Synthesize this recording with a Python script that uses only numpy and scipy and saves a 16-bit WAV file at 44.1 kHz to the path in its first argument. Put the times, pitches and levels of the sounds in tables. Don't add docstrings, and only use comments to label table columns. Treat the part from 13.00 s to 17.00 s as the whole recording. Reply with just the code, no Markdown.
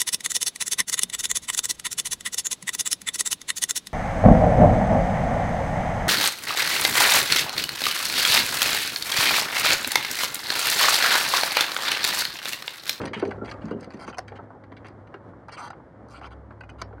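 import sys
import numpy as np
from scipy import signal
from scipy.fft import rfft, irfft
from scipy.io import wavfile
from scipy.ndimage import uniform_filter1d

SR = 44100
rng = np.random.default_rng(int(sys.argv[2]) if len(sys.argv) > 2 else 0)


def dump_mix(stems):
    frames = np.atleast_2d(stems).T
    limited = np.clip(frames, -1, 1)
    pcm = np.round(limited * 32767).astype(np.int16)
    wavfile.write(sys.argv[1], SR, pcm)


N = 176400
T = np.arange(N) / SR
AGE = np.arange(SR // 3) / SR


def undb(db):
    return 10 ** (np.asarray(db) / 20)


def unit(x, span=None):
    return x / np.sqrt(np.mean(x[:int(span * SR) if span else None] ** 2) + 1e-20)


def fade(t60):
    return np.exp(-np.log(1000) * AGE / t60)


def rise(tau_s):
    return 1 - np.exp(-AGE / tau_s)


def add(out, start, x):
    i = max(int(start * SR), 0)
    out[i:i + len(x)] += x[:max(N - i, 0)]


def band(x, lo_hz, hi_hz):
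    return signal.sosfilt(signal.butter(4, [lo_hz, hi_hz], "band", fs=SR, output="sos"), x)


def lowpass(x, hz, order=2):
    return signal.sosfilt(signal.butter(order, hz, fs=SR, output="sos"), x)


def colour(x, spectrum):
    hz, db = np.array(spectrum).T
    f = np.maximum(np.fft.rfftfreq(len(x), 1 / SR), 1)
    gain = undb(np.interp(np.log(f), np.log(hz), db))
    return unit(irfft(rfft(x) * gain, len(x)))


def flutter(per_s):
    hold = int(SR / per_s)
    steps = np.repeat(rng.standard_normal(N // hold + 1), hold)
    return unit(uniform_filter1d(uniform_filter1d(steps, hold), hold)[:N])


def ring(modes, centre_hz=1000, spread_oct=np.inf, detune=0.01, scatter_db=2):
    hz, db, t60 = np.array(modes).T
    tune, size, side = rng.standard_normal((3, len(hz)))
    drive = np.exp(-0.5 * (np.log2(hz / centre_hz) / spread_oct) ** 2)
    gain = np.sign(side) * undb(db + scatter_db * size) * drive
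    tuned_hz = hz * (1 + detune * tune)
    return sum(g * fade(d) * np.sin(2 * np.pi * f * AGE) for f, g, d in zip(tuned_hz, gain, t60))


# t/s, level/dB (levels in all tables are relative)
ROUGHNESS = [(0, -29), (.13, -44), (.49, -39), (.58, -41), (1.02, -43.5), (1.15, -46.5), (1.56, -46.5),
             (2.05, -45.5), (2.46, -47.5), (2.85, -46), (3.16, -46.5), (4, -47)]
# f/Hz, level/dB
RUMBLE_SPECTRUM = [(18, -39), (30, -13), (52, -11), (98, -8), (117, -5), (129, -8.5), (299, -7.5),
                   (392, -12), (433, -12), (527, -9), (709, -15), (1490, -22.5), (2160, -32), (2500, -45.5),
                   (3200, -44), (3620, -47.5), (11000, -62.5), (14300, -100), (22000, -120)]


def tyres(grains_per_s=900):
    grains = (rng.random(N) < grains_per_s / SR) * rng.standard_normal(N)
    grains *= undb(-2 * rng.standard_normal(N))
    patter = 0.3 * unit(band(grains, 99, 2250)) + undb(3) * rng.standard_normal(N)
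    db = np.interp(T, *np.array(ROUGHNESS).T) - 1.5 + 1.5 * flutter(per_s=35.03)
    return colour(patter, RUMBLE_SPECTRUM) * undb(db)


# t/s, lower note level/dB, upper note level/dB
HUM_LEVELS = [(0, -78, -49), (.35, -53.5, -45), (.8, -56.5, -48), (1.0, -85, -59.5), (1.25, -53, -51.5),
              (1.6, -76, -53.5), (1.9, -62, -50.5), (2.1, -67, -53.5), (2.3, -59, -51), (2.85, -66, -62.5),
              (3.1, -54, -56), (3.35, -49.5, -51), (4, -51.5, -44.5)]


def hum(notes_hz=(64.8, 105.1), waver=0.038, flutter_db=2.6):
    times, *levels = np.array(HUM_LEVELS).T
    out = np.zeros(N)
    for hz, db in zip(notes_hz, levels):
        phase = 2 * np.pi * np.cumsum(hz * (1 + waver * flutter(per_s=25.23))) / SR
        envelope = undb(np.interp(T, times, db) + flutter_db * flutter(per_s=16))
        out += np.sqrt(2) * np.sin(phase) * envelope
    return out


# t/s, duration/s, level/dB
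RATTLE_RUNS = [(0.01, 0.085, -54), (0.135, 0.08, -55), (0.245, 0.096, -61), (0.44, 0.1, -62),
               (0.516, 0.034, -57.5), (0.611, 0.125, -65.5), (0.797, 0.049, -67), (0.895, 0.11, -64),
               (1.065, 0.065, -65), (1.188, 0.05, -68), (1.277, 0.029, -64), (1.348, 0.028, -64)]
# f/Hz, level/dB
TICK_SPECTRUM = [(700, -35), (1600, -6), (2600, 10), (3600, -9), (4600, -0.5), (6200, -14), (7200, -7.5),
                 (9500, -21), (13000, -41)]


def rattles(ticks_per_s=500, scatter_db=3):
    out = np.zeros(N)
    for start, length, db in RATTLE_RUNS:
        hits = rng.random(len(AGE)) < ticks_per_s / SR
        size, grit = rng.standard_normal((2, len(AGE)))
        ticks = hits * undb(scatter_db * size) * np.sqrt(np.maximum(1 - AGE / length, 0))
        envelope = signal.fftconvolve(ticks, fade(t60=0.014))[:len(AGE)]
        scrape = colour(grit * envelope, TICK_SPECTRUM)
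        add(out, start, undb(db - 1) * unit(scrape, length))
    return out


# t/s, level/dB, centre f/Hz
BOARD_BLOWS = [(0.015, -29, 310), (0.045, -31, 338), (0.065, -37, 291), (0.112, -34, 366),
               (0.165, -30, 280), (0.225, -18.5, 458), (0.254, -29.5, 396), (0.272, -25, 352),
               (0.379, -36.5, 404), (0.417, -28.5, 425), (0.427, -40, 375), (0.639, -29, 218),
               (0.657, -32.5, 234), (0.712, -25, 326), (0.729, -32.5, 387), (0.748, -28, 295),
               (0.872, -37.5, 320), (0.943, -34.5, 316), (1.08, -35, 382), (1.183, -42.5, 447),
               (1.319, -40.5, 477), (1.387, -43, 451), (1.503, -54, 650), (1.55, -45, 593),
               (1.72, -41, 383), (1.849, -46, 331), (2.144, -40, 380), (2.335, -54, 604), (3.82, -42, 422),
               (3.908, -45, 610), (3.93, -43.5, 560)]
# f/Hz, level/dB, T60/s before extra damping
DECK_MODES = [(102, -27, .35), (162, -2.5, 0.51), (215, 3.5, 0.28), (269.3, -4, 0.36), (341.4, -4, 0.1),
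              (400.5, -3, 0.24), (455, 3.5, 0.051), (598, -21.5, 0.1), (616, -10, 0.21), (786, -7.5, 0.15),
              (850, 4, .06)]


def boards(damping_s=0.039, thud_edge_ratio=1.675):
    out = np.zeros(N)
    for start, db, hz in BOARD_BLOWS:
        tone = ring(DECK_MODES, hz, spread_oct=0.52, detune=0.015, scatter_db=2.5)
        tone *= np.exp(-AGE / damping_s)
        burst = rng.standard_normal(len(AGE)) * fade(t60=0.2)
        thud = band(burst, hz / thud_edge_ratio, hz * thud_edge_ratio)
        blow = (unit(tone) + undb(-7.5) * unit(thud)) * rise(tau_s=0.0021)
        add(out, start, undb(db - 3) * unit(blow, span=0.023))
    return out


# f/Hz, level/dB, T60/s
FITTING_MODES = [(810, 0.5, 0.032), (983, 3, 0.029), (1121, 6.5, 0.027), (1350, 5.5, 0.024),
                 (1504, -3.5, 0.058), (2076, -9.5, 0.027), (2290, -9.5, 0.037), (2776, -15, 0.033),
                 (3202, -18, 0.041), (4045, -15.5, 0.032), (4653, -9.5, 0.029), (5250, -23.5, 0.015),
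                 (6160, -14.5, 0.037), (7120, -18.5, .016), (8300, -14.5, 0.018), (9700, -14.5, 0.008)]
# f/Hz, level/dB
CRACK_SPECTRUM = [(400, -5), (800, 14.5), (1500, 1.5), (2100, -6.5), (3100, -16), (3700, -15), (4700, 0.5),
                  (5400, -11.5), (6150, -9), (7000, -29), (8500, -23), (10500, -17), (13000, -30)]


def plastic(crack_db, detune, hard_db=0):
    noise = colour(rng.standard_normal(len(AGE)), CRACK_SPECTRUM)
    crack = noise * fade(t60=0.012)
    tail = undb(-9) * lowpass(noise, 2900) * fade(t60=0.12)
    contact = (crack + tail) * rise(tau_s=0.0007)
    hard_crack = (undb(hard_db) - 1) * unit(crack)
    return unit(ring(FITTING_MODES, detune=detune)) + undb(crack_db) * unit(contact) + hard_crack


BAND_EDGES = [520, 1750, 3600, 13000]


def weight_bands(x, levels_db, span):
    bands = zip(levels_db, BAND_EDGES, BAND_EDGES[1:])
    return sum(undb(db) * unit(band(x, lo, hi), span) for db, lo, hi in bands)


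# t/s, contact duration/s, knock level/dB, clack level/dB, snap level/dB
FITTING_CLICKS = [(0.016, 0.0044, -45, -42, -48.5), (0.034, 0.0076, -35.5, -46, -74),
                  (0.055, 0.0063, -58, -40, -41), (0.07, 0.014, -60, -39.5, -52.5),
                  (0.133, 0.012, -33.5, -33, -50.5), (0.197, 0.0051, -42, -41, -46.5),
                  (0.218, 0.0087, -42, -43, -59.4), (0.227, 0.011, -34.5, -52, -70),
                  (0.252, 0.0073, -47, -42, -51), (0.275, 0.0055, -49, -66, -55),
                  (0.308, 0.005, -37.5, -42, -54), (0.319, 0.0066, -57, -53, -83),
                  (0.446, 0.0052, -63, -51, -57), (0.457, 0.0068, -52, -46.5, -53),
                  (0.477, 0.015, -43.5, -45, -65), (0.497, 0.0075, -50, -67, -50),
                  (0.513, 0.0079, -52, -40, -43.5), (0.618, 0.012, -45.5, -53.5, -70),
                  (0.655, 0.0027, -49, -62, -54), (0.683, 0.0034, -43.5, -56, -63),
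                  (0.709, 0.0078, -37.5, -63, -55), (0.807, 0.0035, -75, -59, -52.5),
                  (0.829, 0.011, -57, -49, -55.5), (0.844, 0.0033, -50, -52, -52),
                  (0.905, 0.0067, -45, -54, -54), (0.937, 0.0078, -56, -53, -57.5),
                  (0.97, 0.0061, -65, -61, -61), (1.078, 0.0043, -34, -46, -58),
                  (1.099, 0.0047, -41, -55, -52), (1.127, 0.0079, -43.5, -61, -68),
                  (1.143, 0.0047, -44, -56, -61), (1.171, 0.0052, -39, -70, -56),
                  (1.183, 0.0075, -28, -42, -38), (1.202, 0.003, -60, -59, -65),
                  (1.28, 0.008, -64, -45, -54), (1.319, 0.0063, -40.5, -54.5, -82),
                  (1.356, 0.02, -58, -53, -69.5), (1.387, 0.011, -40, -77, -91),
                  (1.503, 0.004, -44, -87, -83), (1.55, 0.0046, -57, -90, -86),
                  (1.638, 0.0038, -48.5, -55, -69.5), (1.719, 0.0075, -45.5, -54, -72),
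                  (1.767, 0.01, -64, -49.5, -65), (1.846, 0.013, -45, -49.5, -67),
                  (1.867, 0.004, -53, -53.5, -59), (1.883, 0.0035, -51, -57, -58),
                  (2.072, 0.0046, -55.5, -58.5, -72.5), (2.141, 0.0063, -38, -47.5, -65.5),
                  (2.335, 0.0037, -48, -92, -92), (2.483, 0.0037, -37.5, -66, -59),
                  (2.492, 0.0092, -54, -49, -62), (2.578, 0.0063, -40.5, -55, -60),
                  (2.703, 0.0046, -34, -52.5, -52.5), (2.731, 0.0033, -42, -59, -95),
                  (3.085, 0.0039, -49, -84, -63), (3.213, 0.0036, -40.5, -61, -69),
                  (3.507, 0.0052, -45, -61, -82), (3.607, 0.0056, -46.5, -58.5, -58.5),
                  (3.635, 0.0083, -45.5, -69, -71), (3.691, 0.0089, -50, -67, -63),
                  (3.698, 0.0034, -56, -65, -61), (3.816, 0.0058, -30.5, -39, -37),
                  (3.906, 0.0046, -63, -82, -89), (3.93, 0.0042, -49.5, -68, -83)]


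def clicks(chatter_per_s=1100, hard_above_db=-46, trim_db=(-1.5, 0, -2.5)):
    out = np.zeros(N)
    for start, length, *levels in FITTING_CLICKS:
        bounces = rng.random(len(AGE)) < chatter_per_s / SR
        force = (0.55 * rng.standard_normal(len(AGE)) * bounces)[:int(length * SR) + 1]
        force[0] = 1
        top_hz = 12400 * (0.0036 / length) ** 0.36
        hard_db = 10 if levels[-1] > hard_above_db else 0
        response = lowpass(plastic(crack_db=2, detune=0.022, hard_db=hard_db), top_hz)
        click = signal.fftconvolve(force, response)
        add(out, start, weight_bands(click, np.add(levels, trim_db), span=0.0078))
    return out


# t/s, duration/s, first slip rate/Hz, last slip rate/Hz,
# knock level/dB, clack level/dB, snap level/dB
FITTING_CREAKS = [(0.049, 0.013, 350, 430, -44, -52, -50.5), (0.147, 0.054, 335, 304, -46, -45.5, -66),
                  (0.445, 0.073, 196, 220, -56, -54, -71), (.662, 0.081, 153, 140, -50, -56.5, -87),
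                  (0.992, 0.059, 154, 190, -41.5, -50, -55), (1.066, 0.036, 320, 490, -50, -49, -59.5),
                  (2.516, 0.041, 400, 500, -46.5, -46.5, -53.5), (2.572, 0.045, 330, 234, -36.5, -49, -53),
                  (2.612, 0.071, 215, 165, -37.5, -52.5, -53.5), (3.098, 0.043, 130, 180, -50, -63, -60.5),
                  (3.134, 0.064, 230, 97, -46.5, -54, -61.5), (3.212, 0.042, 87, 140, -42, -52.5, -67),
                  (3.252, 0.025, 400, 480, -45, -52.5, -67), (3.307, 0.028, 182, 154, -46, -59, -69.5),
                  (3.784, 0.042, 300, 370, -47, -56, -66)]


def creaks(jitter=0.14, scatter_db=1.5, scrape_s=0.00087, rub_db=-13, trim_db=(-3, -3, -1)):
    out = np.zeros(N)
    for start, length, first_rate, last_rate, *levels in FITTING_CREAKS:
        t = np.arange(int(length * SR)) / SR
        friction = np.full(len(t), undb(rub_db))
        slips = np.zeros(len(t))
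        when = 0
        for gap, size in rng.standard_normal((40, 2)):
            if when < t[-1]:
                strength = undb(scatter_db * size)
                slips[int(when * SR)] = strength
                friction += (t >= when) * strength * np.exp(-abs(t - when) / scrape_s)
            when += np.exp(jitter * gap) / np.interp(when, [0, length], [first_rate, last_rate])
        swell = (0.16 + np.sin(np.pi * t / length)) ** 0.32
        scrape = friction * rng.standard_normal(len(AGE))[:len(t)]
        force = swell * (unit(slips) + unit(scrape))
        creak = signal.fftconvolve(force, plastic(crack_db=-3.5, detune=0.012))
        add(out, start, weight_bands(creak, np.add(levels, trim_db), span=length))
    return out


def planks(taps_per_s=18, jitter=0.45, scatter_db=4.5):
    out = np.zeros(N)
    start = 0
    for gap, size in rng.standard_normal((90, 2)):
        start += np.exp(jitter * gap) / taps_per_s
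        burst = rng.standard_normal(len(AGE)) * fade(t60=0.038) * rise(tau_s=0.003)
        tap = band(burst, 370, 1104)
        db = np.interp(start, *np.array(ROUGHNESS).T) - 10.5 + scatter_db * size
        add(out, start, undb(db) * unit(tap, span=0.012))
    return out


# t/s, level/dB, centre f/Hz
METAL_BLOWS = [(0.135, -41, 3040), (.385, -45.5, 1490), (0.414, -37.5, 1430), (.515, -39.5, 1190),
               (.516, -51, 2150), (.712, -56, 2740), (1.182, -42, 6150), (2.49, -56, 2800),
               (3.818, -50.5, 5820)]
# f/Hz, level/dB, T60/s before damping by the mounts
METAL_MODES = [(1228, 3, 0.34), (1356, 8, 0.15), (1440, -6, 0.25), (1755, -21, 0.31), (2220, -4.5, 0.42),
               (2250, -3, 0.11), (2860, 0, 0.36), (3120, 0, 0.15), (3110, -1.5, 0.62), (4450, -18.5, 0.16),
               (5400, -8, 0.13), (6153, 2, 0.026)]


def metal(mount_t60_s=0.4, buzz_depth=0.45):
    out = np.zeros(N)
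    envelope = rise(tau_s=0.0017) * fade(mount_t60_s)
    for start, db, hz in METAL_BLOWS:
        tone = ring(METAL_MODES, hz, spread_oct=0.12, detune=0.0022, scatter_db=0.5)
        add(out, start, undb(db) * envelope * unit(tone, span=0.01))
    return out * (1 + buzz_depth * flutter(per_s=260))


# t/s, duration/s, first f/Hz, last f/Hz, level/dB
RASP_GLIDES = [(0.146, 0.021, 3190, 3200, -44), (1.065, 0.052, 6150, 6000, -57.5),
               (2.52, 0.027, 5700, 4760, -52.5), (2.565, 0.027, 2910, 1990, -47),
               (3.148, 0.045, 2730, 3220, -59), (3.224, 0.044, 2570, 3270, -53),
               (3.254, 0.022, 4570, 5500, -60), (3.311, 0.031, 3050, 3220, -63)]


def rasps(half_width_hz=310):
    out = np.zeros(N)
    for start, length, first_hz, last_hz, db in RASP_GLIDES:
        along = np.arange(int(length * SR)) / (length * SR)
        wobble = lowpass(rng.standard_normal((2, len(AGE))), half_width_hz)[:, -len(along):]
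        phase = 2 * np.pi * np.cumsum(first_hz + (last_hz - first_hz) * along) / SR
        narrow_noise = wobble[0] * np.sin(phase) + wobble[1] * np.cos(phase)
        swell = np.sqrt(np.sin(np.pi * along))
        add(out, start, undb(db - 1.5) * unit(narrow_noise * swell))
    return out


# t/s, level/dB, centre f/Hz
HOUSING_BLOWS = [(0.319, -40.5, 1510), (1.128, -51, 2200), (1.144, -50, 2300), (3.61, -44.5, 2000),
                 (3.635, -50.5, 1980), (3.692, -47.5, 1990), (3.7, -57, 2600), (3.927, -53, 1550),
                 (3.981, -53, 1490)]
# f/Hz, level/dB, T60/s
HOUSING_MODES = [(1470, 5.5, 0.032), (2017, -8.5, 0.033), (2494, -8.5, 0.06), (2700, -11, 0.044),
                 (2960, -4, 0.051), (3040, -6, 0.025)]


def housing():
    out = np.zeros(N)
    for start, db, hz in HOUSING_BLOWS:
        tone = ring(HOUSING_MODES, hz, spread_oct=0.34, detune=0.021) * rise(tau_s=0.001)
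        add(out, start, undb(db) * unit(tone, span=0.015))
    return out


def scene():
    jolts = boards() + clicks() + creaks() + rasps() + housing() + rattles() + metal()
    return (jolts + tyres() + planks() + hum())[None]


def record(dry):
    thin = signal.sosfilt(signal.butter(6, 46, "high", fs=SR, output="sos"), dry)
    soft = lowpass(thin, 11600, order=4)
    return signal.sosfilt(signal.ellip(8, 0.2, 70, 13500, fs=SR, output="sos"), soft)


dry = scene()
out = record(dry)
dump_mix(out)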